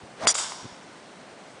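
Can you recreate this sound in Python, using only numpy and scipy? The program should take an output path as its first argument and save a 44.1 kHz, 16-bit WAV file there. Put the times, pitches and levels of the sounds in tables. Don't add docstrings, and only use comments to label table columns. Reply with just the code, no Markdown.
import sys
import numpy as np
from scipy import signal
from scipy.io import wavfile
from scipy.ndimage import uniform_filter1d

SR = 44100
rng = np.random.default_rng(int(sys.argv[2]) if len(sys.argv) > 2 else 0)


def volts(x):
    e = np.asarray(x, float) / 20
    return 10 ** e


def dump_mix(stems):
    frames = np.atleast_2d(stems).T
    limited = np.clip(frames, -1, 1)
    pcm = np.round(limited * 32767).astype(np.int16)
    wavfile.write(sys.argv[1], SR, pcm)


N = 70560
T = np.arange(N) / SR
CLICK = (np.arange(N) == 0) * 1.0
HIT_S = 0.27135


def rms_one(x):
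    return x / np.sqrt(np.mean(x ** 2) + 1e-20)


def in_time(rows):
    s, *columns = np.transpose(rows)
    return [np.interp(T, s, c) for c in columns]


def at_hz(points, hz, column=1):
    points = np.array(points)
    return np.interp(np.log(hz), np.log(points[:, 0]), points[:, column])


def at(s, x):
    return np.interp(T - s, T, x, left=0)


def filtered(x, order, hz, kind):
    return signal.sosfilt(signal.butter(order, hz, kind, fs=SR, output="sos"), x)


def drift(rate_hz):
    r = np.exp(-20 * np.pi * rate_hz / SR)
    slow = signal.lfilter([1], [1, -2 * r, r * r], rng.standard_normal(N // 10 + 2002))[2000:]
    return np.interp(np.arange(N) / 10, np.arange(len(slow)), rms_one(slow))


def ring(clicks, hz, t60):
    r = volts(-60 / (t60 * SR))
    w = 2 * np.pi * hz / SR
    return signal.lfilter([0, np.sin(w)], [1, -2 * r * np.cos(w), r * r], clicks + 1e-18)


def bands(x):
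    edges = 25 * 2 ** np.arange(0, 9.6, 0.5)
    for k, (low, high) in enumerate(zip(edges, edges[1:])):
        yield np.sqrt(low * high), filtered(x[k % 2], 2, [low, high], "band")


def banded_noise(spectrum, patchy_db, rate_hz):
    total = 0
    for hz, band in bands(rng.standard_normal((2, N))):
        total = total + volts(at_hz(spectrum, hz) + patchy_db * drift(rate_hz)) * band
    return rms_one(total)


# pitch_hz [Hz], density_db [dB per Hz]
AIR_SPECTRUM = [(15, -57), (25, -30), (181, -1), (494, -3.5), (667, -2.5), (737, -6), (1160, -8),
                (7780, -24), (10000, -21.5), (13000, -47.5), (22000, -120)]


def air():
    return volts(-47) * banded_noise(AIR_SPECTRUM, patchy_db=1.0, rate_hz=24)


# start_s [s], level_db [dB], pitch_hz [Hz]
THUD_EVENTS = [
    (0.033, -28.5, 94),
    (0.628, -30, 158),
    (0.6442, -24.5, 226),
    (0.653, -20, 185),
    (0.6608, -23, 197),
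    (0.721, -33.5, 121),
]
THUD_CYCLES = 1.76


def thuds():
    out = 0
    for s, db, hz in THUD_EVENTS:
        push = ring((np.arange(N) == int(s * SR)) * 1.0, hz, THUD_CYCLES / hz)
        soft_start = 1 - np.exp(-np.maximum(T - s, 0) * hz * 10)
        out = out + volts(db) * push * soft_start
    return out


# pitch_hz [Hz], width_hz [Hz], level_db [dB]
SMEARED_MODES = [(1154, 228, -6.5), (3780, 330, -5), (4960, 250, -11.5), (5690, 450, 1.5), (6900, 450, 2.1),
                 (7580, 590, 5.5)]
BACK_CLICK_DB, BACK_MODES_DB = 3.5, -1.5


def smeared():
    modes = sum(volts(db) * ring(CLICK, hz, 1.66 / width) for hz, width, db in SMEARED_MODES)
    return volts(BACK_CLICK_DB) * CLICK + volts(BACK_MODES_DB) * modes


# start_s [s], level_db [dB]
WOODS_DEPTH = [(.339, -50), (.342, -25), (.353, -26), (.371, -31), (.385, -24), (.42, -27), (.46, -31.5),
               (.53, -37), (.75, -50.5)]
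# pitch_hz [Hz], level_db [dB], extra_loss_db_per_s [dB/s]
RETURN_COLOUR = [(300, -8, 1), (930, 12, -23), (2500, -8, 1.5), (4320, 1.5, -4.5), (6500, 1.5, 4),
                 (7800, 5.5, 67), (10000, 7.5, 18)]
LEAVES_PER_S, LEAF_SPREAD_DB = 7000, 3.0
PATHS_PATCHY_DB, WOODS_END_DB_PER_S = 0.5, 61


def woods(blow):
    first_s, last_s = WOODS_DEPTH[0][0], WOODS_DEPTH[-1][0]
    level_db, = in_time(WOODS_DEPTH)
    level_db = level_db - WOODS_END_DB_PER_S * np.maximum(T - last_s, 0) - 200 * (T < first_s)
    present = rng.random((2, N)) < LEAVES_PER_S / SR
    size = volts(LEAF_SPREAD_DB * np.minimum(rng.exponential(1, (2, N)), 4))
    leaves = present * size * rng.choice([-1, 1], (2, N))
    late = np.maximum(T - first_s, 0)
    paths = 0
    for hz, band in bands(rms_one(leaves)):
        loss_db = at_hz(RETURN_COLOUR, hz, column=2) * late
        paths = paths + volts(at_hz(RETURN_COLOUR, hz) - loss_db + PATHS_PATCHY_DB * drift(11)) * band
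    return signal.fftconvolve(volts(level_db) * paths / 10, blow + smeared())[:N]


SLAP_BLUR_S = 0.0012


def dull(x, hz):
    face = rng.standard_normal(300) * np.exp(-T[:300] / SLAP_BLUR_S) / 5
    face[0] = 1
    return filtered(signal.fftconvolve(x, face)[:N], 2, [750, hz], "band")


# start_s [s], level_db [dB], ring_db [dB], dulled_above_hz [Hz]
SLAP_EVENTS = [
    (0.3528, -14.5, 5, 9500),
    (0.3853, -17.5, 14, 3000),
    (.444, -24.5, -9, 2500),
    (0.52, -18, -18, 2000),
    (0.601, -32, -28, 1300),
]


def slaps(blow, rung):
    out = 0
    for s, db, ring_db, hz in SLAP_EVENTS:
        out = out + volts(db) * dull(at(s, blow + volts(ring_db) * rung), hz)
    return out


# start_s [s], level_db [dB], pitch_hz [Hz]
SWING_PATH = [
    (.15, -65, 380),
    (.19, -47, 450),
    (.215, -37, 560),
    (.235, -32, 720),
    (.252, -30, 590),
    (.27, -30, 760),
    (.3, -33, 700),
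    (.345, -45, 500),
    (.4, -60, 500),
]
# pitch_hz [Hz], density_db [dB per Hz]
WAKE_SPECTRUM = [(150, -32), (400, -16), (800, -1), (1600, -6.5), (3000, -13), (5000, -16), (8000, -21.5),
                 (10500, -26.5)]
SHEDDING_CYCLES, SHEDDING_STOP_DB_PER_S = 12, 1500
WHOOSH_WIDTH = 0.22
WAKE_DB, WAKE_FOLLOWS = -34, 0.76


def whoosh():
    level_db, hz = in_time(SWING_PATH)
    shed = 0
    for centre in np.geomspace(330, 1100, 10):
        share = np.exp(-(np.log(centre / hz) / WHOOSH_WIDTH) ** 2)
        shed = shed + share * rms_one(ring(rng.standard_normal(N), centre, SHEDDING_CYCLES / centre))
    shed = shed / np.sqrt(uniform_filter1d(shed ** 2, size=700) + 1e-9)
    wake_db = WAKE_DB + WAKE_FOLLOWS * (level_db - level_db.max())
    wake = volts(wake_db) * banded_noise(WAKE_SPECTRUM, patchy_db=1.0, rate_hz=40)
    return volts(level_db - SHEDDING_STOP_DB_PER_S * np.maximum(T - HIT_S, 0)) * shed + wake


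# pitch_hz [Hz], density_db [dB per Hz]
SHELL_SPECTRUM = [(300, -16.5), (1800, -8), (2400, -28), (4000, -10.5), (6000, -5), (7500, -2), (9000, -18),
                  (11000, -9.5)]
SHELL_DB, SHELL_T60_S, SHELL_SWELL_S = -18, 0.57, 0.00033


def shell():
    envelope = volts(SHELL_DB - 60 * T / SHELL_T60_S) * (1 - np.exp(-T / SHELL_SWELL_S))
    return envelope * banded_noise(SHELL_SPECTRUM, patchy_db=3.0, rate_hz=40)


# pitch_hz [Hz], level_db [dB], t60_s [s], swell_s [s]
HEAD_MODES = [(3300, -27, .2, .001), (3445, -21, .12, .001), (3750, -29, .09, .001), (4520, -28, .3, .002),
              (4775, -21, .3, .002), (4850, -26, .3, .002), (5120, -31, .3, .002), (5730, -15, .3, .03),
              (5790, -17, .3, .04), (6965, -15, .15, .003), (7025, -19, .2, .003), (7890, -23, .05, .002),
              (8925, -24, .15, .002), (9980, -30, .11, .002)]
FLUTTER_DB, FLUTTER_HZ = 1.5, 60
GLIDE_PER_S, WANDER_TURNS = 0.12, 0.1


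def head():
    out = 0
    for hz, db, t60, swell in HEAD_MODES:
        envelope = volts(db + FLUTTER_DB * drift(FLUTTER_HZ) - 60 * T / t60) * (1 - np.exp(-T / swell))
        turns = hz * T * (1 + GLIDE_PER_S * T) + WANDER_TURNS * drift(FLUTTER_HZ)
        out = out + envelope * np.sin(2 * np.pi * turns)
    return out


HOLD_S, TURN_DB_PER_S = 0.036, 738
TURN_TAIL_DB, TURN_TAIL_DB_PER_S = -12.5, 294


def turned_away():
    return volts(-TURN_DB_PER_S * np.maximum(T - HOLD_S, 0)) + volts(TURN_TAIL_DB - TURN_TAIL_DB_PER_S * T)


# pitch_hz [Hz], level_db [dB], t60_s [s]
BALL_MODES = [(1280, -7, .006), (2100, -12, .004), (2700, -12, .005)]
KNOCK_DB, CONTACT_S, KNOCK_LOW_HZ = -0.5, 0.00034, 350


def knock():
    push = -np.sin(np.pi * np.clip(T / CONTACT_S, 0, 1)) ** 2
    modes = sum(volts(db) * ring(CLICK, hz, t60) for hz, db, t60 in BALL_MODES)
    return filtered(volts(KNOCK_DB) * (push / 2 - modes), 1, KNOCK_LOW_HZ, "high")


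BACK_RING_T60_S = 0.019


def scene():
    blow, modes, minor = knock(), head(), shell()
    back = volts(-60 * T / BACK_RING_T60_S) * (modes / 2 + minor)
    direct = np.roll(blow + turned_away() * (modes + minor), int(HIT_S * SR)) * (T >= HIT_S - 1 / SR)
    return (air() + thuds() + woods(blow) + slaps(blow, back) + whoosh() + direct)[None]


# centre_s [s], half_length_s [s], from_hz [Hz], level_db [dB]
TREBLE_DIPS = [
    (0.2624, 0.0082, 2870, -39),
    (.336, 0.0086, 5000, -47),
]
EARLY_NOISE_DB, EARLY_NOISE_DB_PER_S = -22, 4500
HIGH_CUT_HZ, LOW_CUT_HZ = 10130, 69


def top_cut(x):
    return signal.sosfilt(signal.butter(12, 11040, fs=SR, output="sos"), x)


def record(dry):
    x = dry
    for s, half, hz, db in TREBLE_DIPS:
        treble = signal.sosfiltfilt(signal.butter(4, hz, "high", fs=SR, output="sos"), x)
        x = x - treble * (1 - volts(db)) * np.exp(-((T - s) / half) ** 4)
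    early_db = EARLY_NOISE_DB - EARLY_NOISE_DB_PER_S * np.abs(T - HIT_S)
    x = x + volts(early_db) * (T < HIT_S) * rng.standard_normal(N)
    x = signal.sosfilt(signal.ellip(10, 0.5, 40, HIGH_CUT_HZ, fs=SR, output="sos"), x)
    x = signal.sosfilt(signal.cheby2(8, 50, HIGH_CUT_HZ * 1.2, fs=SR, output="sos"), x)
    x = filtered(x, 2, LOW_CUT_HZ, "high")
    return top_cut(x)


dry = scene()
out = record(dry)
dump_mix(out)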